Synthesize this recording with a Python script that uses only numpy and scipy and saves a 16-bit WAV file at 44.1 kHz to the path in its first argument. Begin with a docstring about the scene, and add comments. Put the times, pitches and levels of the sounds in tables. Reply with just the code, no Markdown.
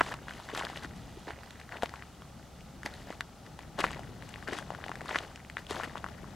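"""Slow footsteps on loose gravel

Gravel over broken asphalt, close below the stereo microphones of a hand-held camera.
Single stones crack under the sole while many small ones grind, and the foot lands with a dull knock.
Far traffic and air rumble behind, a low hum wavers, the microphones hiss."""
import sys
import numpy as np
from scipy import signal
from scipy.fft import rfft, irfft, next_fast_len
from scipy.io import wavfile
from scipy.ndimage import map_coordinates

SR = 44100
rng = np.random.default_rng(int(sys.argv[2]) if len(sys.argv) > 2 else 0)


def persist_wave(psi):
    """Save psi, clipped to +-1, as 16-bit WAV."""
    counts = np.round(np.clip(psi, -1, 1) * 32767).astype(np.int16)
    wavfile.write(sys.argv[1], SR, np.atleast_2d(counts).T)


N = 280035

# Single stones underfoot: t/s, peak level/dB, f/Hz, chip level over the peak/dB
STONE_CRACKS = [(0.0053, -30, 1160, -19), (0.0087, -7, 1320, -20), (0.0117, -3.5, 1160, -31),
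                (0.1218, -27, 1470, -12), (0.1408, -22.5, 1230, -8.5), (0.2838, -24, 1380, -20),
                (0.3096, -25.5, 1630, -20), (0.337, -37, 2840, -5), (0.4003, -31.5, 930, -30),
                (0.489, -25.5, 1540, -17), (0.5498, -23, 1280, -5), (0.5761, -24, 774, -3),
                (0.5941, -25, 2500, -5.5), (0.6026, -24.5, 1650, -13), (0.6238, -22, 1710, -24),
                (0.651, -29, 1200, 0.5), (0.669, -24, 1560, -27), (0.7, -28, 765, -12.5),
                (0.7603, -25.5, 2150, -19), (0.7741, -23.5, 3020, -23), (0.8356, -37, 1370, 0.5),
                (0.8475, -24, 1550, -17), (1.307, -24, 1530, -31), (1.434, -34.5, 1480, -14),
                (1.5077, -37, 1530, -4), (1.557, -37, 1700, -25), (1.6007, -38.5, 1550, -2.5),
                (1.6145, -31, 2070, -15), (1.6924, -34, 1620, -14), (1.7228, -31, 2040, -16),
                (1.757, -30, 690, -21), (1.8235, -23, 1730, -8.5), (1.8336, -13.5, 626, -15),
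                (1.8379, -20, 700, -19), (1.8591, -30.5, 1150, -2.5), (1.8941, -34.5, 2000, -6),
                (1.9394, -26, 1120, -16), (1.9588, -33, 2370, -16), (2.024, -27.5, 1920, -36),
                (2.2211, -34, 1160, -12.5), (2.6083, -39.5, 2560, -10), (2.833, -26.5, 1700, -11.5),
                (2.8613, -17, 1880, -10.5), (2.9393, -32.5, 3700, -11), (3.105, -26, 660, -14.5),
                (3.1269, -30.5, 1540, -13), (3.2082, -15.5, 1630, -12.5), (3.465, -37, 2000, -12),
                (3.5912, -31, 840, -8.5), (3.7903, -21.5, 780, -10), (3.7945, -21, 1130, -16),
                (3.8058, -21.5, 1930, -3.5), (3.8128, -27.5, 1220, -5), (3.842, -5, 1290, -27.5),
                (3.8472, -15, 1750, -33), (3.867, -22, 1870, -16), (3.9078, -28, 1160, -8),
                (3.916, -33, 790, -2), (3.9313, -32, 1910, -5), (3.9471, -29, 2260, -12),
                (3.994, -33, 635, -7), (4.2242, -31.5, 1710, -12), (4.2914, -38.5, 3500, 1),
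                (4.3411, -26, 2630, -26), (4.3594, -30, 1940, -15), (4.4267, -31, 1660, -17),
                (4.4789, -26.5, 1780, -11), (4.4865, -29, 1710, -9), (4.5331, -19, 1610, -14),
                (4.5876, -22.5, 1280, -8), (4.705, -21, 790, -18), (4.721, -29.5, 630, -25),
                (4.7496, -26.5, 1510, -17), (4.789, -36, 784, -46), (4.8403, -22.5, 1680, -51),
                (4.8642, -27, 736, -14), (4.883, -26, 1890, -15), (4.8942, -25, 826, -15),
                (4.917, -20.5, 1220, -21), (4.956, -26, 1750, -12), (5.0088, -26, 1720, -19),
                (5.0161, -27.5, 694, -10.5), (5.0926, -21, 1330, -15), (5.1468, -19, 1480, -17),
                (5.1588, -8.5, 1600, -37), (5.1617, -15, 1810, -30), (5.1872, -14.5, 2700, -18),
                (5.3595, -32, 2460, -5), (5.449, -36, 2200, -20), (5.4997, -27.5, 2000, -13),
                (5.5698, -15.5, 1670, -27), (5.5826, -28, 1600, -17), (5.6678, -32.5, 3210, -9),
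                (5.7091, -22, 1060, -7), (5.7998, -22.5, 1170, -26), (5.8346, -22.5, 1400, -10),
                (5.9561, -22, 1000, -23), (5.9733, -27, 1290, -18), (5.98, -32, 3080, -9),
                (6.043, -18.5, 1230, -21), (6.0638, -25, 1190, -24), (6.0874, -33, 1200, -9)]
# Harder blows mostly ring less: peak level/dB, ring length factor
RING_BY_LEVEL = [(-55, 0.73), (-34, 1.15), (-21, 0.91), (-4.5, 0.7)]
# The sole presses into gravel: t/s, hold/s, pebble level/dB, grit level/dB
CRUNCHES = [(0.0, .005, -37.5, -46), (0.029, 0.068, -43.5, -47.5), (0.114, 0.013, -37, -49),
            (.27, 0.25, -50.5, -55), (0.499, .005, -40, -55), (0.538, 0.018, -39.5, -48),
            (0.57, .02, -37, -42.5), (.6, 0.062, -41.5, -52.5), (0.684, 0.045, -46, -52),
            (0.757, 0.017, -44, -47), (0.832, 0.014, -42.5, -50.5), (0.96, 0.36, -69, -59.5),
            (1.279, 0.033, -40.5, -54), (1.4, 0.24, -57.5, -62.5), (1.715, 0.06, -44.5, -57),
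            (1.828, 0.016, -37, -49), (1.94, 0.074, -53.5, -64), (2.857, 0.002, -38, -44),
            (2.914, 0.12, -54.5, -58.5), (3.066, 0.076, -49, -57.5), (3.453, 0.066, -59, -67),
            (3.597, 0.04, -51, -68), (3.79, 0.016, -31.5, -41.5), (3.837, .01, -34, -41),
            (3.936, 0.046, -48.5, -64.5), (4.226, 0.22, -55.5, -59.5), (4.479, 0.011, -38.5, -50.5),
            (4.52, 0.027, -39, -46.5), (4.565, 0.023, -40.5, -45.5), (4.724, 0.52, -49.5, -61),
            (5.058, 0.029, -45.5, -55), (5.088, 0.057, -37.5, -50), (5.155, 0.019, -40, -44),
            (5.185, 0.052, -45.5, -57), (5.582, 0.013, -46, -51), (5.698, 0.021, -38.5, -43),
            (5.724, 0.099, -37.5, -49), (5.838, 0.0064, -34.5, -45.5), (5.968, .01, -43, -70),
            (6.03, 0.31, -53, -67)]
# Spectrum of fine grit: f/Hz, level/dB
GRIT_SPECTRUM = [(1500, -4.5), (3000, 4), (4000, -4.5), (7400, -6), (12000, -17), (16000, -37)]
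# The sole meets the ground: t/s, peak level/dB, f/Hz
FOOTFALLS = [(0.531, -38, 413), (.85, -37, 285), (1.174, -36.5, 380), (1.288, -39, 426), (1.835, -32, 477),
             (3.107, -46, 317), (3.793, -33, 364), (3.804, -31, 340), (4.488, -41, 276), (4.541, -36, 485),
             (5.711, -26, 420)]
# Colour from ground bounce and camera housing: f/Hz, gain/dB
PATH_TO_MICS = [(60, -4), (250, -1), (700, -2.5), (1850, 0), (2500, -3.5), (3700, 0.5), (6000, -2),
                (16000, -2.5)]
# Where the feet sit between the microphones: t/s, left minus right/dB
FEET_PAN = [(0.0, 1), (0.9, 2), (1.47, -4), (1.68, 2.5), (2.0, 4), (2.33, 0), (4.3, 5.0), (5.5, 2),
            (6.35, 8)]
# Far traffic and air: t/s, level/dB
RUMBLE_LEVEL = [(0.0, -47), (0.56, -51.5), (0.99, -45.5), (1.4, -53), (2.14, -53), (2.92, -49.5),
                (3.36, -53), (3.96, -45), (5.34, -52), (6.07, -47), (6.35, -48)]
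# Spectrum of rumble and hiss: f/Hz, level/dB
BACKGROUND_SPECTRUM = [(15, -56), (35, -3.5), (70, -7), (150, -2), (250, -9), (320, -14.5), (480, -18),
                       (830, -15), (1000, -26), (1300, -20.5), (1700, -32.5), (2500, -34), (6000, -32.5),
                       (16000, -45)]
# How alike the background is at the two microphones: f/Hz, correlation
BACKGROUND_LIKENESS = [(40, .995), (130, .95), (300, .85), (3000, .8), (6500, .2), (15000, .2)]
# Which way the background leans: f/Hz, left minus right/dB
BACKGROUND_PAN = [(60, -.3), (400, 4), (1300, 1), (4400, -1), (15000, 0)]


def amp(db):
    """Gain of a level in dB."""
    return 10 ** (np.asarray(db) / 20)


def unit(x):
    """x at rms 1."""
    return x / np.sqrt(np.mean(x ** 2) + 1e-20)


def along(points, hz):
    """A table of f/Hz and value, read on a log frequency axis."""
    f, value = np.transpose(points)
    return np.interp(np.log(hz + 1), np.log(f + 1), value)


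def curve(points):
    """A table of t/s and value, read at every sample."""
    return np.interp(np.arange(N) / SR, *np.transpose(points))


def wobble(rate):
    """A smooth random curve, rate knots a second."""
    knots = rng.standard_normal(int(N * rate / SR) + 4)
    return map_coordinates(knots, [np.arange(N) * rate / SR])


def filtered(x, response):
    """x through a gain given as a function of f/Hz."""
    size = next_fast_len(N + 8192)
    return irfft(rfft(x, size) * response(np.fft.rfftfreq(size, 1 / SR)), size)[..., :N]


def knocks(times, gain, hz, cycles, rise=0.4, size=256):
    """Small impacts: each dips, peaks at its time, then rings down about 10 dB in the given cycles."""
    offset = np.arange(size) - size // 4
    turns = offset / SR * hz[:, None]
    ring = np.clip(cycles, .3, 6).reshape(-1, 1)
    fall_db = -10 * (np.hypot(turns, .3) - .3) / ring  # rounded at the top
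    envelope = np.where(turns < 0, np.exp(-(turns / rise) ** 2), amp(fall_db))
    waves = gain[:, None] * envelope * np.cos(2 * np.pi * turns) * signal.windows.tukey(size)
    at = np.clip(np.round(times * SR).astype(int)[:, None] + offset, 0, N)
    return np.bincount(at.ravel(), waves.ravel(), N + 1)[:N]


def background():
    """Far traffic and air, swelling slowly and near mono in the bass, over steady microphone hiss."""
    def mid_side_gains(hz):
        angle = np.arccos(np.clip(along(BACKGROUND_LIKENESS, hz), -1, 1)) / 2
        return amp(along(BACKGROUND_SPECTRUM, hz)) * [np.cos(angle), np.sin(angle)]

    mid, side = filtered(rng.standard_normal((2, N)), mid_side_gains)
    pair = np.array([mid + side, mid - side])
    pair = unit(filtered(pair, lambda hz: amp(along(BACKGROUND_PAN, hz) * [[.5], [-.5]])))
    rumble = filtered(pair, lambda hz: 1 / (1 + (hz / 600) ** 2))
    hiss = pair - rumble
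    return amp(curve(RUMBLE_LEVEL) + 0.48 * wobble(5.28)) * rumble + amp(-49) * hiss


def far_hum(hz, db):
    """A low hum that wavers, perhaps a far engine."""
    phase = 2 * np.pi * np.cumsum(hz * (1 + 0.0446 * wobble(3.7))) / SR
    return amp(db + 2.1 * wobble(8)) * np.sin(phase)


def sole_pressure(peak_db, settle_db, settle_db_per_s):
    """Gain of the gravel: each crunch swells, holds, stops, and leaves stones settling."""
    press_db_per_s, release_db_per_s, trickle_db = 1400, 454, -64
    start, hold = np.transpose(CRUNCHES)[:2]
    t = np.arange(0, N, 44) / SR
    before = np.maximum(start[:, None] - t, 0)
    after = np.maximum(t - (start + hold)[:, None], 0)
    fall_db = np.maximum(-release_db_per_s * after, settle_db - settle_db_per_s * after)
    shape_db = fall_db - press_db_per_s * before
    power = amp(peak_db) ** 2 @ amp(shape_db) ** 2 + amp(trickle_db) ** 2
    return np.interp(np.arange(N) / SR, t, np.sqrt(power))


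def stone_swarm(count, hz, spread, cycles, size_db):
    """Many stones clicking at random, rms 1: pitches scatter around hz, a few are much louder."""
    when, direction, size = rng.random((3, count))
    pitch = np.clip(hz * np.exp(spread * rng.standard_normal(count)), 200, 14000)
    gain = np.sign(direction - .5) * amp(np.clip(-size_db * np.log(size), 0, 18))
    return unit(knocks(when * N / SR, gain, pitch, cycles))


def sand():
    """Fine grit hiss of rms 1."""
    return unit(filtered(rng.standard_normal(N), lambda hz: amp(along(GRIT_SPECTRUM, hz))))


def grinding():
    """Pebbles shift in clumps under the sole, sand hisses between them."""
    pebble_db, grit_db = np.transpose(CRUNCHES)[2:]
    pebble_gain = sole_pressure(pebble_db, settle_db=-11, settle_db_per_s=63)
    grit_gain = sole_pressure(grit_db, settle_db=-12, settle_db_per_s=57)
    clumps = wobble(60)
    crowd = stone_swarm(count=6000, hz=1089, spread=0.6, cycles=2.03, size_db=4.5)
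    strays = stone_swarm(count=900, hz=1690, spread=0.26, cycles=1.6, size_db=3.5)
    fines = stone_swarm(count=12000, hz=4140, spread=0.57, cycles=2.0, size_db=10.5)
    pebbles = unit(crowd + 0.58 * strays)
    grit = unit(0.69 * fines + 0.61 * sand())
    return pebble_gain * amp(0.47 * clumps) * pebbles + grit_gain * amp(0.85 * clumps) * grit


def stone_cracks():
    """Each stone knocks at its own pitch; its chipped edge adds an overtone and a spit of sand."""
    times, db, hz, chip_db = np.transpose(STONE_CRACKS)
    ring = np.interp(db, *np.transpose(RING_BY_LEVEL)) * np.exp(0.01 * (chip_db - chip_db.mean()))
    direction, detune = rng.standard_normal((len(times), 2)).T
    sign = np.where(db > -21, 1, np.sign(direction))  # hard blows push, small slips go either way
    knock = knocks(times, sign * amp(db), hz, cycles=.75 * ring, rise=.52 * ring[:, None])
    overtone_hz = 2.29 * hz * np.exp(0.08 * detune)
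    overtone = knocks(times, amp(db + 0.82 * chip_db - 3), overtone_hz, cycles=1.8, rise=0.74)
    chips = np.bincount(np.round(times * SR).astype(int), amp(db + chip_db), N)
    t = np.arange(SR // 50) / SR
    spit_shape = amp(-60 * t / 0.0096) * (1 - np.exp(-t / 0.00019))
    spit = np.convolve(chips, spit_shape)[30:N + 30]  # starts just before the knock peaks
    return knock + overtone + spit * sand()


def ground_scatter(feet, rt60_s):
    """A short scatter off nearby ground and bushes, different at each microphone."""
    t = np.arange(SR // 8) / SR
    tail = rng.standard_normal((2, len(t))) * amp(-60 * t / rt60_s)
    return signal.fftconvolve(feet[None], tail / np.linalg.norm(tail[0]), axes=1)[:, :N]


def foot_thuds():
    """The weight of the foot: a dull, low knock."""
    times, db, hz = np.transpose(FOOTFALLS)
    return knocks(times, amp(db), hz, cycles=1.8, rise=0.74, size=1024)


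def scene():
    """The feet close below the microphones, their scatter around, the traffic far behind."""
    feet = stone_cracks() + foot_thuds() + grinding()
    feet = filtered(feet, lambda hz: amp(along(PATH_TO_MICS, hz)))
    pan_db = curve(FEET_PAN)
    direct = feet * amp([pan_db / 2, -pan_db / 2])
    scatter = amp(-12) * ground_scatter(feet, rt60_s=0.048)
    return direct + scatter + background() + far_hum(hz=70.1, db=-56)


def record(dry):
    """The camera keeps nothing above its band limit."""
    return filtered(dry, lambda hz: hz < 15830)


dry = scene()
out = record(dry)
persist_wave(out)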